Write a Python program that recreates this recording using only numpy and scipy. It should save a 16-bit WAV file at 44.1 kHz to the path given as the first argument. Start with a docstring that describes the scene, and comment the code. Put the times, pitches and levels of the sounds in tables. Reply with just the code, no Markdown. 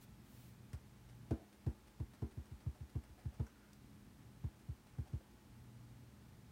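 """Inking a rubber stamp

A rubber stamp on an acrylic block is dabbed again and again onto a soft ink pad. Each dab squishes the
foam, knocks the pad's plastic case and thumps the table, which shakes the phone mounted above it.
Sticky ink crackles as the stamp lifts, a hand slides over the mat, and fingers turn the block over.
A fan hums in the small room."""
import sys
import numpy as np
from scipy import signal
from scipy.fft import rfft, irfft, next_fast_len
from scipy.io import wavfile
from scipy.ndimage import uniform_filter1d

SR = 44100
rng = np.random.default_rng(int(sys.argv[2]) if len(sys.argv) > 2 else 0)


def wrap_up_sound(samples):
    """Save the sound to the file named by the first command line argument, as 16-bit audio."""
    columns = np.atleast_2d(samples).T
    # keep every value between -1 and 1, then stretch to whole-number steps
    tamed = np.clip(columns, -1, 1)
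    steps = np.round(tamed * 32767).astype(np.int16)
    wavfile.write(sys.argv[1], SR, steps)


N = 287435
T = np.arange(N) / SR
EVENT_T = T[:16384]  # the clock for one short sound, in seconds
USUAL_THUMP_DB, USUAL_KNOCK_DB = -30.5, -45  # an ordinary dab


def gain(db):
    """Turn decibels into a multiplier."""
    return 10 ** (np.asarray(db) / 20)


def normalize(x):
    """Scale a sound to an average (rms) size of 1."""
    return x / np.std(x)


def add(out, x, start_s):
    """Mix x into out, beginning at start_s."""
    i = max(int(round(start_s * SR)), 0)
    out[i:i + len(x)] += x[:N - i]


def noise(colour, size=len(EVENT_T)):
    """Noise whose lows and highs follow a list of (pitch_hz, level_db) points."""
    pitch_hz, level_db = np.transpose(colour)
    bin_hz = np.fft.rfftfreq(size, 1 / SR) + 1
    curve_db = np.interp(np.log(bin_hz), np.log(pitch_hz), level_db)
    return normalize(irfft(rfft(rng.standard_normal(size)) * gain(curve_db), size))


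def ringing_noise(rings, size=len(EVENT_T)):
    """Noise passed through an object that rings at a few pitches."""
    padded = next_fast_len(size)
    f = np.fft.rfftfreq(padded, 1 / SR) + 1
    response = sum(gain(db) / (1 + 1j * (f * f - hz * hz) / (f * width)) for hz, width, db in rings)
    return normalize(irfft(rfft(rng.standard_normal(size), padded) * response, padded)[:size])


def wander(rate_hz):
    """A smooth random drift, mostly between -1 and 1."""
    points = rng.standard_normal(512)
    return uniform_filter1d(np.interp(T * rate_hz, np.arange(len(points)), points), int(SR / rate_hz))


def arch(length_s):
    """The shape of a smooth movement: up, then down again."""
    return np.sin(np.pi * np.arange(0, length_s, 1 / SR) / length_s)


def soft_hit(rise_s, decay_s, steepness):
    """The shape of a cushioned hit: it swells while the foam gives way, then dies."""
    swell = 1 - np.exp(-(EVENT_T / rise_s) ** steepness)
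    return swell * np.exp(-(EVENT_T - rise_s) / decay_s)


# the fan's low rumble: pitch_hz, level_db
RUMBLE_COLOUR = [(25, -56), (55, -1), (85, 2), (120, 0.5), (150, 0), (185, -3), (235, -2), (290, -10.5),
                 (380, -21.5), (600, -70), (1500, -50.5)]
# the fan's faint tones: pitch_hz, level_db
FAN_TONES = [(205.5, -71.5), (855, -84), (2282, -101)]
# the room's steady hiss: pitch_hz, level_db
HISS_COLOUR = [(20, -37), (35, 1), (55, 19), (90, 6.5), (170, 3.5), (300, 7), (400, 1.5), (520, -3),
               (850, -4.5), (1500, -7), (3000, -12), (7500, -17), (8500, -16), (10000, -18.5), (16000, -20)]


def background(hum_db=-62, usual_dip_db=7, dip_s=0.43):
    """Fan tones and hiss carry on, while electric hum and fan rumble dip briefly after each thump."""
    dip_db = np.zeros(N)
    for start_s, thump_db, _ in DAB_HITS:
        add(dip_db, usual_dip_db * gain(thump_db - USUAL_THUMP_DB) * arch(dip_s), start_s)
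    mains = np.sqrt(2) * np.sin(2 * np.pi * 120 * T + .25 * wander(3))
    rumble = gain(-1) * noise(RUMBLE_COLOUR, N)
    hum = gain(hum_db - dip_db) * (rumble + gain(-2.5 + 3.1 * wander(5.5)) * mains)
    tones = np.zeros(N)
    for pitch_hz, level_db in FAN_TONES:
        loudness = np.sqrt(2) * gain(level_db + 2 * wander(3.98))
        tones += loudness * np.sin(2 * np.pi * pitch_hz * T + 0.93 * wander(5.1))
    return hum + tones + gain(-65.5) * noise(HISS_COLOUR, N)


def room_echo(x, fade_s=0.3, echo_db=-15):
    """A small furnished room sends back many dull echoes that blur together."""
    tail = noise([(60, -7), (250, 6.5), (1500, 12), (12000, -7)])
    tail *= gain(-60 * EVENT_T / fade_s) * (EVENT_T > .005)
    return gain(echo_db) * signal.fftconvolve(x, tail / np.linalg.norm(tail))[:N]


# hand and sleeve moving over the mat: start_s, length_s, level_db
HAND_SLIDES = [(0, 0.058, -64.5), (0.206, 0.373, -68)]
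# the hiss of sliding skin: pitch_hz, level_db
SKIN_COLOUR = [(1000, -12), (3000, -7), (7000, -10), (11000, -9), (15000, -5.5)]


def hand_slides():
    """Skin slides on the mat with an uneven hiss that swells and fades."""
    loudness = np.zeros(N)
    for start_s, length_s, level_db in HAND_SLIDES:
        add(loudness, gain(level_db) * arch(length_s), start_s)
    return loudness * gain(0.47 * wander(54)) * noise(SKIN_COLOUR, N)


# where the acrylic block rings: pitch_hz, width_hz, level_db
BLOCK_RINGS = [(1400, 300, 0), (5650, 600, -9)]


def finger_grip(start_s=3.465, knock_db=-63.5, decay_s=0.021, rub_db=-76.5, rub_s=.33):
    """Fingers knock the block, then rub it as they turn it; rubbing stirs only its lowest ring."""
    out = np.zeros(N)
    knock = ringing_noise(BLOCK_RINGS) * np.exp(-EVENT_T / decay_s)
    add(out, gain(knock_db) * knock, start_s)
    speed = arch(rub_s)
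    rub = ringing_noise(BLOCK_RINGS[:1], N)[:len(speed)] * speed
    add(out, gain(rub_db) * rub, start_s)
    return out


# soft, hollow sounds between dabs: start_s, level_db
SOFT_LIFTS = [(1.372, -67), (1.415, -67), (2.745, -68.5), (2.885, -72), (3.177, -64.5), (3.325, -67),
              (5.055, -66.5), (5.205, -67)]
# the dull suck of one lift: pitch_hz, level_db
SUCK_COLOUR = [(250, -2.5), (500, -3.5), (740, 4), (1000, -14), (2000, -15.5), (5000, -31)]


def soft_lifts(swell_s=0.0079):
    """Soft, hollow sounds between dabs, mostly the wet stamp lifting off the pad."""
    out = np.zeros(N)
    shape = EVENT_T / swell_s * np.exp(1 - EVENT_T / swell_s)
    for start_s, level_db in SOFT_LIFTS:
        add(out, gain(level_db) * noise(SUCK_COLOUR) * shape, start_s)
    return out


# the crackle of sticky ink: pitch_hz, level_db
INK_COLOUR = [(300, 14), (1000, 6), (2100, 3.5), (3000, -1.5), (4200, -2.5), (5500, -0.5), (7000, -9),
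              (9000, -1.5), (12000, -15), (16000, -10)]


def crackle(decay_s, spread_db):
    """Tiny threads of ink snap in a burst that dies away."""
    grain_db = spread_db * rng.standard_normal(len(EVENT_T) // 32)
    grains = normalize(np.repeat(gain(grain_db), 32))
    return noise(INK_COLOUR) * grains * np.exp(-EVENT_T / decay_s)


# the bright snap of the last ink thread: pitch_hz, level_db
SNAP_COLOUR = [(2000, -14), (5000, 5), (16000, -8)]


def ink_peels(first_db=-73.5, fade_db_per_dab=0.1, pause_s=.7, snap_s=3.732, snap_db=-61.5):
    """Sticky ink crackles as the stamp rises between quick dabs, and snaps once as it comes clear."""
    out = np.zeros(N)
    starts = [start_s for start_s, _, _ in DAB_HITS]
    for k, (start_s, gap_s) in enumerate(zip(starts, np.diff(starts))):
        if gap_s < pause_s:
            peel = gain(first_db - fade_db_per_dab * k) * crackle(decay_s=0.021, spread_db=3.5)
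            add(out, peel, start_s + .625 * gap_s)  # a little past halfway to the next dab
    snap = noise(SNAP_COLOUR) * np.exp(-EVENT_T / 0.0042)
    add(out, gain(snap_db) * snap, snap_s)
    return out


# where the squeezed foam rings: pitch_hz, width_hz, level_db
FOAM_RINGS = [(756, 210, -4.5), (905, 230, -1), (1560, 280, -36)]


def wet_landings(usual_squish_db=-65, bare_tick_db=-58.5, inked_tick_db=-77.5, coating_dabs=2.1):
    """Rubber slaps and squishes the wet foam, with a tick that softens as ink coats the stamp."""
    out = np.zeros(N)
    slap = gain(4) * soft_hit(rise_s=0.0038, decay_s=0.0018, steepness=3.7)
    squeeze = soft_hit(rise_s=0.0058, decay_s=0.018, steepness=4.8)
    for k, (start_s, thump_db, knock_db) in enumerate(DAB_HITS):
        # harder dabs squish louder
        extra_db = 0.26 * (thump_db - USUAL_THUMP_DB) + 0.7 * (knock_db - USUAL_KNOCK_DB)
        squish = ringing_noise(FOAM_RINGS) * (slap + squeeze)
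        add(out, gain(usual_squish_db + extra_db) * squish, start_s)
        bare_share = np.exp(-(k / coating_dabs) ** 2)
        tick_db = inked_tick_db + (bare_tick_db - inked_tick_db) * bare_share
        tick = crackle(decay_s=.0025, spread_db=3) + gain(-9) * crackle(decay_s=.02, spread_db=3)
        add(out, gain(tick_db) * tick, start_s + .004)
    return out


# the notes of the pad's plastic case: pitch_hz, level_db, decay_s
CASE_NOTES = [(232, -1, 0.013), (283.6, -2, 0.0083), (320.8, -2.5, 0.0096), (377, -15, 0.026),
              (423, -8.5, 0.0058), (463.4, -6, 0.007), (568, -15, 0.021), (660, -6, 0.0081),
              (763, -9, 0.0062)]


def case_knocks(foam_hz=281, usual_knock_hz=115, rise_cycles=4.5):
    """The case rings under the pad: low notes swell more slowly, firmer knocks reach higher notes."""
    out = np.zeros(N)
    for start_s, _, knock_db in DAB_HITS:
        reach_hz = foam_hz + usual_knock_hz * gain(knock_db - USUAL_KNOCK_DB)
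        for k, (pitch_hz, level_db, decay_s) in enumerate(CASE_NOTES):
            # the hand holds the case a little differently each time
            nudge_db, detune = rng.standard_normal(2) * (0.3, 0.019)
            wave = (-1) ** k * np.sin(2 * np.pi * pitch_hz * (1 + detune) * EVENT_T)
            muffle = 1 / np.hypot(1, (pitch_hz / reach_hz) ** 2.8)
            shape = soft_hit(rise_cycles / pitch_hz, decay_s, steepness=3.4)
            add(out, gain(knock_db + level_db + nudge_db) * muffle * shape * wave, start_s)
    return out


# each dab's thump on the table and knock on the case: start_s, thump_db, knock_db
DAB_HITS = [(0.7277, -35.5, -58.5), (1.3056, -26.5, -33), (1.6619, -25.5, -40.5), (1.9966, -30.5, -45.5),
            (2.217, -30, -40), (2.3678, -35, -50.5), (2.5091, -39.5, -55), (2.6602, -28.5, -50.5),
            (2.8018, -38, -58), (2.9499, -29, -45), (3.088, -50.5, -84), (3.2510, -31, -52),
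            (3.3935, -27, -41), (4.4367, -29, -49), (4.684, -33, -55), (4.9810, -30, -47.5),
            (5.129, -29.5, -48.5)]


def table_thumps(start_hz=203.2, end_hz=50, glide_s=0.016, usual_decay_s=.0152, echo_s=0.0153):
    """The table top bends in waves; the high ones arrive first, so every thump falls in pitch."""
    out = np.zeros(N)
    pitch_hz = end_hz + (start_hz - end_hz) * np.exp(-EVENT_T / glide_s)
    hand_stop = np.exp(-(EVENT_T / 0.057) ** 4)  # the hand's weight stops the last slow swings
    wave = -np.sin(2 * np.pi * np.cumsum(pitch_hz) / SR) * hand_stop
    for start_s, thump_db, _ in DAB_HITS:
        # a gentler dab sinks into the foam for longer
        decay_s = usual_decay_s * 2 ** ((USUAL_THUMP_DB - thump_db) / 21.5)
        thump = gain(thump_db) * soft_hit(rise_s=0.015, decay_s=decay_s, steepness=2.11) * wave
        add(out, thump, start_s)
        add(out, gain(-11) * thump, start_s + echo_s)  # bounces back from the table's edge
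    return out


def scene():
    """The thumps travel through the phone's mount; the knocks, ink and hand also echo in the room."""
    in_air = case_knocks() + wet_landings() + ink_peels() + hand_slides() + soft_lifts() + finger_grip()
    return (table_thumps() + in_air + room_echo(in_air) + background())[None]


def record(dry, top_hz=15800):
    """The phone cuts off the very highest sounds."""
    return signal.sosfilt(signal.ellip(10, .2, 70, top_hz, fs=SR, output="sos"), dry)


dry = scene()
out = record(dry)
wrap_up_sound(out)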